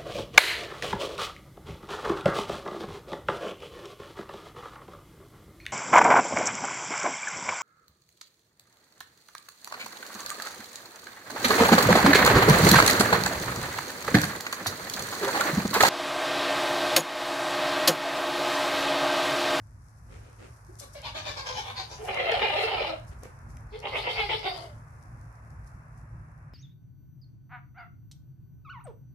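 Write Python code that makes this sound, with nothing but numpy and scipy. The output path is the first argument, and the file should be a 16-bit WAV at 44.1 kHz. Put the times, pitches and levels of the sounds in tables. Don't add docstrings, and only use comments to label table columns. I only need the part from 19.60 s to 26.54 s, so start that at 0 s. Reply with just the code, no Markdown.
import sys
import numpy as np
from scipy import signal
from scipy.fft import rfft, irfft, next_fast_len
from scipy.io import wavfile
from scipy.ndimage import uniform_filter1d

SR = 44100
rng = np.random.default_rng(int(sys.argv[2]) if len(sys.argv) > 2 else 0)


def store_pcm(level_fs):
    pcm = np.round(np.clip(level_fs, -1, 1) * 32767).astype(np.int16)
    wavfile.write(sys.argv[1], SR, np.atleast_2d(pcm).T)


N = 305912
TIME = np.arange(N) / SR


def from_db(db):
    return 10 ** (np.asarray(db) / 20)


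def rms_one(x):
    return x / np.sqrt(np.mean(x ** 2) + 1e-20)


def at_hz(points, hz):
    points = np.array(points)
    return np.interp(np.log(np.maximum(hz, 1)), np.log(points[:, 0]), points[:, 1])


def along(rows, t):
    s, *columns = np.transpose(rows)
    return [np.interp(t, s, column) for column in columns]


def coloured(x, spectrum):
    size = next_fast_len(x.shape[-1])
    hz = np.arange(size // 2 + 1) * SR / size + 0.00088
    low_skirt = 1 / (1 + (.8 * spectrum[0][0] / hz) ** 8)
    high_skirt = 1 / (1 + (hz / spectrum[-1][0] / 1.2) ** 12)
    gain = from_db(at_hz(spectrum, hz)) * low_skirt * high_skirt
    return rms_one(irfft(rfft(x, size) * gain, size)[..., :x.shape[-1]])


def band(x, low_hz, high_hz, order=4):
    sos = signal.butter(order, [low_hz, min(high_hz, .45 * SR)], "band", fs=SR, output="sos")
    return signal.sosfilt(sos, x)


def resonance(x, hz, width_hz):
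    r = np.exp(-np.pi * width_hz / SR)
    zeros = np.array([1, 0, -1]) * (1 - r * r) / 2
    poles = [1, -2 * r * np.cos(2 * np.pi * hz / SR), r * r]
    return signal.lfilter(zeros, poles, x + 1e-18)


def drift(rate, size):
    knots = rng.standard_normal(8192)
    return 1.2 * np.interp(np.arange(size) * rate / SR % 8191, np.arange(8192), knots)


def levelled(x):
    power = uniform_filter1d(np.mean(x * x, axis=0), size=640)
    return x / np.sqrt(np.abs(power) + 1e-12)


def swell(t, centre, length):
    return np.cos(np.pi * np.clip((t - centre) / length, -.5, .5))


# (frequency [Hz], left-right correlation [-1 to 1])
SIDE_CORRELATION = [(60, 1), (125, 0.96), (250, 0.8), (500, 0.83), (1000, -0.2), (2000, -0.14),
                    (8000, -0.0094)]


def diffuse(size):
    padded = next_fast_len(size)
    mid, side = rfft(rng.standard_normal((2, padded)))
    alike = np.clip(at_hz(SIDE_CORRELATION, np.arange(len(mid)) * SR / padded), -1, 1)
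    both_sides = np.sqrt(1 + alike) * mid + np.sqrt(1 - alike) * side * [[1], [-1]]
    return rms_one(irfft(both_sides, padded)[:, :size])


# (frequency [Hz], level [dB])
RUMBLE_COLOUR = [(13, -48), (22, -17), (31, -27), (43, 1), (59, 3), (81, -1.5), (114, 1.5), (151, -7.5),
                 (200, -21.5), (230, -15.5), (275, -24), (330, -22), (430, -42), (730, -120)]
# (time [s], level [dB])
RUMBLE_LEVEL = [(0, -53), (1.6, -52), (4.0, -50.5), (6.94, -49.5)]
# (time [s], level [dB])
RUMBLE_TOP_LEVEL = [(0, -95), (1.7, -60.5), (3.6, -64), (4.5, -57), (5.6, -58.5), (6.94, -52)]
# (frequency [Hz], level [dB])
AIR_COLOUR = [(130, -9), (220, -0.5), (349, -17.5), (375, -7.5), (439, -6), (490, -4.5), (1020, 2),
              (1650, -2), (2620, -16.5), (3030, -34.5), (4000, -37.5), (5200, -59), (8800, -120)]
# (time [s], level [dB])
AIR_LEVEL = [(0, -73), (.6, -67.5), (1.1, -65.5), (3.45, -62), (5.2, -63), (6.15, -63.5), (6.94, -66.5)]


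def background(rumble_db=2.5, air_db=6.5, drone_hz=108, drone_db=-56, waver_db=2.5, waver_hz=12):
    rumble_level = along(RUMBLE_LEVEL, TIME)[0] + rumble_db + waver_db * drift(waver_hz, N)
    low = coloured(diffuse(N), RUMBLE_COLOUR) * from_db(rumble_level)
    hush = coloured(diffuse(N), AIR_COLOUR) * from_db(along(AIR_LEVEL, TIME)[0] + air_db)
    drone = resonance(rng.standard_normal(N), drone_hz, 4.7)
    drone = rms_one(resonance(drone, drone_hz, 4.7))
    top = rms_one(band(diffuse(N), 120, 158, order=5)) * from_db(along(RUMBLE_TOP_LEVEL, TIME)[0])
    return low + top + hush + from_db(drone_db) * drone


def shed(x, tail_db, t60=0.31):
    t = TIME[:SR * 3 // 4]
    tail = diffuse(len(t)) * from_db(-60 * t / t60) * np.clip(t / 0.016, 0, 1)
    tail = rms_one(tail) / np.sqrt(len(t))
    return x + from_db(tail_db) * signal.fftconvolve(np.atleast_2d(x), tail, axes=1)[:, :N]


# (frequency [Hz], left minus right [dB])
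SIDE_BALANCE = [(400, -0.5), (1200, 0.8), (2200, -1), (3300, 2), (4300, 7), (7000, 5.5), (9000, 3),
                (13000, 0.5)]


def leaning(x):
    size = next_fast_len(N + 2048)
    lean_db = at_hz(SIDE_BALANCE, np.arange(size // 2 + 1) * SR / size)
    return irfft(rfft(x, size) * from_db(lean_db * [[.5], [-.5]]), size)[:, :N]


def crackle(per_s, spread_db):
    sizes = from_db(spread_db * np.minimum(rng.exponential(1, (2, N)), 4)) * rng.standard_normal((2, N))
    return rms_one(sizes * (rng.random((2, N)) < per_s / SR))


# (time [s], level [dB])
STRAW_LEVEL = [(0, -76.5), (.6, -70), (1.3, -68), (2.4, -65.5), (3.0, -61), (3.4, -72), (4.05, -74.5),
               (4.6, -67.5), (5.2, -73), (5.7, -75.5), (6.3, -78.5), (6.94, -84)]
# (frequency [Hz], level [dB])
STRAW_COLOUR = [(2500, -17.5), (4000, -9), (5500, 2), (8000, -2), (10000, 0.5), (13000, -7), (14000, -47)]
# (centre time [s], length [s], level [dB])
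RUSTLES = [(1.202, .044, -46.5), (1.236, .03, -57), (1.341, .044, -59), (2.005, .07, -66),
           (2.456, .11, -56.5), (3.023, .092, -57), (3.489, .063, -64.5), (3.64, .071, -70),
           (3.908, .06, -69), (4.382, .09, -57.5), (4.52, .09, -64), (4.975, .04, -61), (5.03, .11, -65),
           (5.18, .04, -82), (6.075, .038, -65.5), (6.383, .062, -73.5)]
# (centre time [s], length [s], level [dB])
SHUFFLES = [(0.537, 0.14, -56), (0.657, 0.34, -60.5), (0.836, 0.14, -51), (1.23, 0.067, -53),
            (3.525, 0.046, -55.5), (3.65, 0.08, -51.5)]
# (frequency [Hz], level [dB])
SHUFFLE_COLOUR = [(120, -72), (200, -2.5), (488, 1.5), (1020, -14), (1230, -6), (1800, -11.5), (2250, -9.5),
                  (3630, -20.5), (9000, -25.5), (11700, -93), (19800, -120)]


def straw(rustle_db=0, burst_db=1, shuffle_db=2, restless_db=1.2, restless_hz=24, ticks_per_s=14, ticks_db=-7):
    bursts = sum(from_db(db + burst_db) * swell(TIME, s, length) ** 2 for s, length, db in RUSTLES)
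    stir = from_db(along(STRAW_LEVEL, TIME)[0] + rustle_db + restless_db * drift(restless_hz, N))
    rustle = coloured(crackle(2500, 1.6), STRAW_COLOUR) * (stir + bursts)
    ticks = coloured(crackle(ticks_per_s, 1.5), STRAW_COLOUR) * stir * from_db(ticks_db)
    push = sum(from_db(db + shuffle_db) * swell(TIME, s, length) ** 2 for s, length, db in SHUFFLES)
    return rustle + ticks + push * coloured(crackle(2500, 2.5), SHUFFLE_COLOUR)


# (time [s], crack level [dB], body relative to crack [dB])
SNAPS = [(1.2, -40, -28), (1.4182, -49.5, -10), (2.5457, -44.5, 7), (2.7172, -43, -8.5),
         (3.634, -44.5, -23), (3.6566, -66, -9), (3.9697, -53, 4), (4.191, -55, -19), (4.202, -50.5, -14),
         (5.427, -61.5, -20)]
# (frequency [Hz], level [dB])
STALK_COLOUR = [(1180, -50.5), (2000, -39), (2460, -33.5), (2710, -45.5), (3390, -32.5), (5390, 3),
                (7900, -7), (11500, -6.5), (13500, -22)]


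def snaps(decay_s=0.0017, snap_db=4):
    out, t = np.zeros((2, N)), TIME[:2048]
    for s, crack_db, body_db in SNAPS:
        noise = rng.standard_normal((2, len(t))) + rng.standard_normal(len(t))
        body = rms_one(band(noise, 1500, 2700, order=2))
        crack = coloured(noise, STALK_COLOUR) + from_db(body_db) * body
        start = int(s * SR)
        out[:, start:start + len(t)] += from_db(crack_db + snap_db) * crack * np.exp(-t / decay_s)
    return out


# (time [s], level [dB])
KNOCKS = [(3.6331, -42), (3.656, -42.5)]
# (frequency [Hz], level relative to the knock [dB], time to fall 60 dB [s])
TUB_FLOOR_MODES = [(380, -11, .05), (513, 2, 0.058), (700, -3.5, 0.037), (1070, -11, 0.033)]


def knocks():
    out, t = np.zeros((2, N)), TIME[:4096]
    for s, knock_db in KNOCKS:
        start = int(s * SR)
        for hz, db, t60 in TUB_FLOOR_MODES:
            strength = from_db(knock_db + db + rng.normal(0, 2, (2, 1)) - 60 * t / t60)
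            out[:, start:start + len(t)] += strength * np.sin(2 * np.pi * hz * t)
    return out


# (centre time [s], length [s], start pitch [Hz], end pitch [Hz], level [dB], second harmonic over first [dB])
CLEAR_NOTES = [(1.102, .044, 311, 412, -45.5, -38), (1.229, .045, 608, 520, -44, -16),
               (1.363, 0.029, 625, 542, -38, -34), (1.56, 0.037, 586, 662, -38, -29),
               (1.676, 0.056, 572, 664, -42, -19), (1.779, 0.04, 926, 870, -40.5, -28),
               (1.819, 0.091, 563, 524, -45, 4), (1.91, 0.056, 500, 547, -41.5, 3),
               (1.989, 0.048, 835, 868, -32, -13), (2.203, .049, 793, 754, -36.5, -13),
               (2.425, 0.079, 407, 462, -36, -15), (2.583, .07, 612.4, 456, -30, -15),
               (2.653, 0.02, 740, 740, -29, -22), (2.696, .04, 676, 635, -24, -28),
               (2.746, 0.025, 708, 773, -22, -23), (2.838, 0.041, 874, 843, -22.5, -29),
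               (2.958, 0.03, 654, 647, -25.5, -24), (3.011, 0.021, 750, 750, -26.5, -22),
               (3.138, 0.03, 434, 449, -33.5, 7), (3.211, 0.042, 625.8, 591, -30, -23),
               (3.293, .09, 354, 300.8, -43, -1), (3.337, .026, 673, 633, -29.5, -28),
               (4.152, 0.07, 408, 470, -34.5, -18), (4.339, 0.038, 548, 481, -32, -6),
               (4.381, 0.055, 437, 410, -45, 10), (4.478, 0.032, 484, 474, -31, -1),
               (4.507, .046, 431, 420, -51.5, 17), (4.623, 0.077, 425, 406.7, -37, 7),
               (4.733, 0.065, 463.3, 415, -34, 0.5), (4.868, .047, 366.8, 374, -31.5, 6.5),
               (4.918, .06, 369.3, 355, -47, 11), (4.986, .05, 342, 328, -54.5, 13.5),
               (5.031, .03, 354, 352, -53.5, 10)]


def clear_notes(notes_db=-1, upper_db=-14, ear_phase=0.61):
    out = np.zeros((2, N))
    for centre, length, start_hz, end_hz, level_db, second_db in CLEAR_NOTES:
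        at = np.flatnonzero(np.abs(TIME - centre) < length / 2)
        quaver = 1 + .028 * drift(260, len(at))
        flutter = from_db(2.5 * drift(170, len(at)))
        phase = 2 * np.pi * np.cumsum(np.linspace(start_hz, end_hz, len(at)) * quaver) / SR
        shift = ear_phase * rng.choice([-1, 1]) * np.array([[1], [-1]])
        upper = sum(np.sin(k * phase + shift) for k in range(3, 5))
        overtones = np.sin(2 * phase - shift) + from_db(upper_db) * upper
        tone = np.sin(phase + shift) + from_db(second_db) * overtones
        out[:, at] += from_db(level_db + notes_db) * swell(TIME[at], centre, length) * flutter * tone
    return out


def larynx(pitch_hz, rough, flap_hz, jitter=.085, shimmer_db=5, flap_share=0.95, air_share=0.55):
    rough, size = np.clip(rough, 0, 1), len(pitch_hz)
    turns = np.cumsum(pitch_hz * np.exp(jitter * rough * drift(220, size))) / SR
    flaps = np.cumsum(flap_hz * np.exp(.3 * drift(150, size))) / SR
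    pulses, slaps = (rms_one(np.diff(np.floor(cycles), prepend=0)) for cycles in (turns, flaps))
    puffs = rms_one(np.exp(-4 * (flaps % 1)) * rng.standard_normal(size))
    strength = from_db(shimmer_db * rough * drift(252, size))
    return strength * ((1 - rough) * pulses + rough * (flap_share * slaps + air_share * puffs))


def mouth(source, throat, mouth_hz, sweep_db, shut_db=10, wander_db=2):
    t = TIME[:len(source)]
    hz, s, frames = signal.stft(source, SR, nperseg=1024, noverlap=896)
    octaves = np.log2((hz[:, None] + 1) / np.interp(s, t, mouth_hz))
    slide = sweep_db * np.exp(-(octaves / 0.3) ** 2) - shut_db * np.clip(octaves / .5, 0, 1)
    tongue = np.interp(s, t, drift(35.37, len(source)))
    ripple = np.cos(2 * np.pi * hz[:, None] / 900 + 2 * tongue)
    gain = from_db(at_hz(throat, hz)[:, None] + slide + wander_db * ripple)
    return signal.istft(frames * gain, SR, nperseg=1024, noverlap=896)[1][:len(source)]


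# (frequency [Hz], width [Hz], level [dB])
TUB_RESONANCES = [(618, 9, -9.5), (800, 32, -5)]


def tub(x, ring_db=-2):
    return x + sum(from_db(db + ring_db) * resonance(x, hz, width) for hz, width, db in TUB_RESONANCES)


def walls(x, early_s=0.0089, direct_db=-7):
    t = TIME[:2048]
    echoes = rms_one(diffuse(len(t)) * np.exp(-t / early_s)) / np.sqrt(len(t))
    echoes[:, 0] += from_db(direct_db)
    return signal.fftconvolve(x[None], echoes, axes=1)


THIN_TEAR_DB, LONG_TEAR_DB, THROATY_TEAR_DB, TEAR_HZ = 2.0, 2.0, 1.6, 55


def torn(voice, depth_db, flicker_hz, width_hz=450):
    size = voice.shape[1]
    hz, s, frames = signal.stft(voice, SR, nperseg=512, noverlap=384)
    flares = 0
    for centre in np.arange(1000, 8000, width_hz):
        flicker = np.interp(s, TIME[:size], drift(flicker_hz, size))
        flares = flares + np.outer(swell(hz, centre, 2 * width_hz) ** 2, flicker)
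    return signal.istft(frames * from_db(depth_db * flares), SR, nperseg=512, noverlap=384)[1][:, :size]


def registers(voice, throat_db, rasp_db, edge_db, hiss_db,
              grain_db=0.42, grain_hz=150, spit_db=1.5, spit_hz=260):
    size = voice.shape[1]
    beat = levelled(np.abs(band(voice, 1500, 8000, order=2)))
    hiss = levelled(band(beat * rng.standard_normal((2, size)), 7600, 13000, order=8))
    grain = grain_db * drift(grain_hz, size)
    parts = [(190, 1500, throat_db), (1500, 3800, rasp_db + grain), (3800, 8000, edge_db + grain)]
    voiced = sum(from_db(db) * levelled(band(voice, low, high, order=8)) for low, high, db in parts)
    hiss_gain = from_db(hiss_db + grain + spit_db * drift(spit_hz, size))
    ending = np.minimum(TIME[:size][::-1] / .07, 1)
    return ending * (voiced + hiss_gain * hiss)


def effort(t, attack_s, hold_s, fade_s):
    swelling = np.clip(1 + (t + hold_s / 2) / attack_s, 1e-3, 1)
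    return 20 * (np.log10(swelling ** 2) - np.maximum(t - hold_s / 2, 0) / fade_s)


def around(peak_s):
    at = int(peak_s * SR) + np.arange(int(-.1 * SR), int(.17 * SR))
    return at, TIME[at] - peak_s


# (frequency [Hz], level [dB])
CLEAR_THROAT = [(300, -35), (360, -16.5), (440, -2.5), (540, -2), (630, -2), (760, 4), (880, -4),
                (1000, -17), (1200, -11.5), (1430, -13.5), (1800, -31)]


def harmonics(pitch_hz, quaver=.03, quaver_hz=140, count=5):
    pitch_hz = pitch_hz * np.exp(quaver * drift(quaver_hz, len(pitch_hz)))
    phase = 2 * np.pi * np.cumsum(pitch_hz) / SR
    tone = sum(from_db(at_hz(CLEAR_THROAT, k * pitch_hz)) * np.sin(k * phase) for k in range(1, count + 1))
    return levelled(walls(tone, early_s=0.0016, direct_db=-2)[:, :len(tone)])


# (time [s], pitch [Hz], level [dB])
WHINE = [(4.88, 380.6, -50), (4.905, 368.4, -44), (4.948, 359.2, -48), (4.978, 348.4, -50),
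         (5.008, 326, -54), (5.034, 352, -51), (5.08, 309.4, -54.5), (5.14, 290, -62)]


def whine(whine_db=0.5, flutter_db=2):
    at = np.flatnonzero((TIME > WHINE[0][0]) & (TIME < WHINE[-1][0]))
    pitch_hz, level = along(WHINE, TIME[at])
    tone = harmonics(pitch_hz, quaver=0.016, count=2)
    gain = from_db(level + whine_db + flutter_db * drift(95, len(at)))
    out = np.zeros((2, N))
    out[:, at] = tone * gain * signal.windows.tukey(len(at), .1)
    return out


# (peak time [s], attack [s], fade [s], throat level [dB],
# rasp over throat [dB], shrill edge over throat [dB], pitch [Hz], roughness [0-1], throat resonance [Hz],
# snout resonance [Hz], snout width [Hz], mouth resonance [Hz])
THIN_CRIES = [(1.232, 0.03, 0.068, -54.5, -5.5, -1.5, 580, 0.34, 1080, 3540, 261, 4650),
              (1.37, 0.018, 0.084, -50.5, -1, -2.5, 570, 0.55, 573, 2160, 260, 4330),
              (1.466, 0.04, 0.068, -40, 0, -2, 591, 0.54, 906, 3170, 400, 4430),
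              (1.572, 0.028, 0.095, -39.5, -0.5, -0.5, 610, 0.53, 920, 3170, 303, 4300),
              (1.682, 0.042, 0.094, -39, 0, 1.5, 593.6, 0.46, 1120, 2460, 260, 4180),
              (1.786, .019, 0.083, -40.5, -3.5, 2.5, 550, 0.47, 880, 2280, 260, 4700),
              (1.882, 0.03, 0.12, -39.5, -0.5, 2.5, 535, 0.56, 930, 3300, 300, 5350),
              (1.987, 0.048, 0.056, -37, -1.5, -1, 481.2, 0.61, 845, 3050, 400, 5540),
              (2.094, 0.1, .06, -39.5, -2.5, -8, 515, 0.77, 1050, 3300, 400, 4270),
              (2.19, 0.039, 0.083, -40.5, -1.5, 5.5, 486.4, 0.66, 1020, 4600, 787, 4440),
              (2.33, .045, 0.078, -45, -8, 0.5, 431.6, 0.57, 990, 3080, 398, 6060)]
# (frequency [Hz], level [dB])
THIN_THROAT = [(190, -25), (330, -12.5), (473, -12), (533, -7.5), (678, -10.5), (862, -3), (1340, -14),
               (1680, -7), (1920, -10.5), (2220, -1.5), (2720, -8.5), (3270, -6), (4330, -5), (6460, -3.5),
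               (8000, -11), (10400, -72.5), (17600, -120)]


def thin_squeals(hold_s=0.027, opening_s=0.05, slide_octaves=0.084, sag_octaves=.07, focus_db=4.5, bite_db=0,
                 throat_db=0.0, rasp_db=0.5, edge_db=-3.5, hiss_db=-22, edge_lag_s=0.0029):
    out = np.zeros((2, N))
    for (peak_s, attack_s, fade_s, level, rasp, edge, pitch_hz, rough,
         throat_hz, snout_hz, snout_width_hz, mouth_hz) in THIN_CRIES:
        at, t = around(peak_s)
        opening = np.tanh(t / opening_s)
        sagging_hz = pitch_hz * 2 ** (-sag_octaves * opening)
        source = larynx(sagging_hz, rough, flap_hz=198.7, jitter=.06, air_share=0.18)
        opening_hz = mouth_hz * 2 ** (slide_octaves * opening)
        voice = mouth(source, THIN_THROAT, opening_hz, sweep_db=2.5, wander_db=1.5)
        focus = from_db(focus_db) * resonance(voice, throat_hz, 83)
        bite = from_db(bite_db) * resonance(voice, snout_hz, snout_width_hz)
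        in_tub = walls(tub(voice + focus + bite), direct_db=-8.5)[:, :len(t)]
        strained = torn(in_tub, THIN_TEAR_DB, TEAR_HZ)
        db = level + effort(t, attack_s, hold_s, fade_s)
        late_db = level + edge + effort(t - edge_lag_s, attack_s, hold_s, fade_s)
        out[:, at] += registers(strained, db + throat_db, db + rasp + rasp_db, late_db + edge_db, db + hiss_db)
    return out


# (frequency [Hz], width [Hz], level [dB])
SNOUT_RESONANCES = [(2100, 260, -0.5), (3180, 830, 2.5), (4960, 700, 11)]


def snout(x):
    return x + sum(from_db(db) * resonance(x, hz, width) for hz, width, db in SNOUT_RESONANCES)


# (peak time [s], attack [s], hold [s], fade [s],
# throat level [dB], rasp over throat [dB], shrill edge over throat [dB], lag of the edge [s], pitch [Hz],
# roughness [0-1])
THROATY_CRIES = [(4.149, .022, 0.022, .05, -53, 7.5, -4.5, 0.011, 424, 0.7),
                 (4.262, 0.051, 0.0091, 0.054, -32, 2, -15.5, .046, 451, .85),
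                 (4.363, .065, 0.017, 0.064, -32, 6, -11.5, 0.046, 446.7, 0.71),
                 (4.482, 0.085, 0.011, 0.087, -32.5, 7, -8, 0.045, 439, 0.7),
                 (4.602, 0.079, 0.01, 0.068, -31, 8.5, -9, 0.023, 420.9, 0.37),
                 (4.717, .01, 0.046, 0.05, -33.5, 8, -7, 0.025, 432, 0.58),
                 (4.87, 0.069, 0.013, 0.059, -34.5, 6, -6.5, .0098, 364.6, .6),
                 (4.967, .05, 0.025, 0.3, -44.5, -3, -3.5, 0.0037, 337.7, 0.94)]
# (frequency [Hz], level [dB])
THROATY_THROAT = [(160, -53.5), (280, -14.5), (322, -39), (353, -11.5), (456, -9), (620, -9), (723, -10),
                  (844, -7.5), (935, -12), (1620, -21.5), (2150, 5), (2350, -1.5), (3370, -5), (4350, -9),
                  (6000, -22.5), (7800, -24), (13200, -120)]


def throaty_squeals(settle_s=.022, start_sharp=.25, sag_octaves_per_s=.9, clearing=.2, opening_s=0.049,
                    edge_attack_s=0.054, edge_hold_s=0.044, edge_fade_s=0.1,
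                    throat_db=-0.5, rasp_db=-4.0, edge_db=-2.5, hiss_db=-22):
    out = np.zeros((2, N))
    for peak_s, attack_s, hold_s, fade_s, level, rasp, edge, lag_s, pitch_hz, rough in THROATY_CRIES:
        at, t = around(peak_s)
        strain = .5 - .5 * np.tanh(t / settle_s + 1)
        glide = (1 + start_sharp * rough * strain) * 2 ** (-sag_octaves_per_s * t)
        roughness = rough - clearing * np.tanh(t / settle_s)
        source = larynx(pitch_hz * glide, roughness, flap_hz=169.8, jitter=.06, air_share=0.5)
        opening_hz = np.interp(t - lag_s, [-opening_s, opening_s], [2700, 5400])
        voice = snout(mouth(source, THROATY_THROAT, opening_hz, sweep_db=3))
        in_tub = walls(tub(voice), direct_db=-5.5)[:, :len(t)]
        strained = torn(in_tub, THROATY_TEAR_DB, TEAR_HZ)
        db = level + effort(t, attack_s, hold_s, fade_s)
        late_db = level + edge + effort(t - lag_s, edge_attack_s, edge_hold_s, edge_fade_s)
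        out[:, at] += registers(strained, db + throat_db, db + rasp + rasp_db,
                                late_db + edge_db, late_db + hiss_db)
    return out


# (time [s], throat level [dB], rasp over throat [dB], shrill edge over throat [dB])
LONG_CRY = [
    [(2.39, -52.5, -3, -32), (2.455, -41.5, -12, -25), (2.495, -31.5, -3.5, -33), (2.53, -38.5, -4, -14),
     (2.575, -30, -2, -29), (2.605, -34, 3.5, -20.5)],
    [(2.64, -32, -4.5, -20), (2.69, -28.5, 0, -26.5), (2.745, -31, -0.5, -14.5),
     (2.785, -30.5, -4.5, -23.5), (2.87, -32, 1.5, -18), (2.945, -30.5, -2.5, -20),
     (3.02, -30, -0.5, -14.5), (3.1, -32, -2, -20), (3.236, -31, -4, -19), (3.28, -36, -0.5, -13)],
    [(3.305, -32.5, -14.5, -15), (3.33, -39, -5.5, -34), (3.352, -42, -12, -25), (3.39, -50, -10, -30),
     (3.42, -69, -7, -19)],
]
# (time [s], pitch [Hz], roughness [0-1])
LONG_FOLDS = [(2.42, 378.9, 0.65), (2.56, 330.8, 0.5), (2.69, 314.8, 0.69), (2.93, 305.5, 0.51),
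              (3.1, 319.2, 0.64), (3.25, 301.9, 0.63), (3.34, 323, 0.37)]
# (centre time [s], length [s], rise of pitch [Hz], extra level [dB])
HEAVES = [(2.497, .05, 39.78, 2), (2.597, 0.04, 60.4, 2.5), (2.719, 0.053, 130.7, 1),
          (2.834, 0.081, 124.6, 6), (2.899, 0.038, 110.1, 0.5), (2.979, 0.047, 150.2, 2.5),
          (3.051, .04, 105.5, 1), (3.141, 0.074, 100.7, 0.5), (3.212, 0.042, 126, 1.5)]
# (frequency [Hz], level [dB])
LONG_THROAT = [(160, -21), (280, -10), (330, -37.5), (444, 2.5), (532, 5), (733, 0), (877, 0), (1050, -7.5),
               (1450, -16.5), (1540, -24), (2070, -10.5), (2540, -15), (2740, -11), (3500, -20),
               (4200, -23.5), (5200, -27.5), (6000, -41), (7800, -44), (13200, -120)]


def long_cry(flutter_db=3, flutter_hz=31, rasp_flutter_db=2, head_turns_per_s=1.34, throat_share=0.66,
             throat_db=1, rasp_db=-0.5, edge_db=4.0, hiss_db=-18):
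    clear_db, hoarse_db, warble_octaves, warble_hz = -5.5, -5, .08, 80
    curve = np.vstack(LONG_CRY)
    start_s, end_s = curve[0, 0], curve[-1, 0]
    at = np.arange(int((start_s - .04) * SR), int((end_s + .04) * SR))
    t = TIME[at]
    level, rasp, edge = along(curve, t)
    pitch_hz, rough = along(LONG_FOLDS, t)
    pitch_hz = pitch_hz + sum(rise_hz * swell(t, centre, length) for centre, length, rise_hz, db in HEAVES)
    pitch_hz = pitch_hz * 2 ** (warble_octaves * drift(warble_hz, len(t)))
    heave = sum(db * swell(t, centre, length) for centre, length, rise_hz, db in HEAVES)

    source = larynx(pitch_hz, rough, flap_hz=126.2, flap_share=0.59, air_share=0.352)
    opening_hz = np.interp(t, [start_s, end_s], [2700, 5200])
    voice = tub(mouth(source, LONG_THROAT, opening_hz, sweep_db=-3.0, wander_db=2.0))
    turn = 2 * np.pi * head_turns_per_s * (t - start_s)
    voice = np.cos(turn) * walls(voice)[:, :len(t)] + np.sin(turn) * walls(voice)[:, :len(t)]

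    flutter = np.sin(2 * np.pi * np.cumsum(flutter_hz * np.exp(0.33 * drift(40.15, len(t)))) / SR)
    low_db = level + throat_share * heave + flutter_db * flutter + throat_db
    high_db = level + heave + rasp_flutter_db * flutter
    hoarse = registers(torn(voice, LONG_TEAR_DB, TEAR_HZ), low_db + hoarse_db, high_db + rasp + rasp_db,
                       high_db + edge + edge_db, level + edge + hiss_db)
    clear = from_db(low_db + clear_db) * harmonics(pitch_hz)
    out = np.zeros((2, N))
    out[:, at] = signal.windows.tukey(len(t), .08) * (hoarse + clear)
    return out


def scene():
    rumble = background()
    bedding = shed(straw(), tail_db=-4) + shed(snaps() + knocks(), tail_db=-6.0)
    notes = shed(clear_notes(), tail_db=-3.0)
    thin = shed(thin_squeals(), tail_db=-9.0)
    throaty = shed(throaty_squeals() + whine(), tail_db=-6.5)
    long = shed(long_cry(), tail_db=-6)
    return leaning(thin + throaty + long + notes + bedding) + rumble


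CUTOFF_HZ = 13400


def record(dry):
    return signal.sosfilt(signal.ellip(10, .2, 70, CUTOFF_HZ, fs=SR, output="sos"), dry)


dry = scene()
out = record(dry)
store_pcm(out)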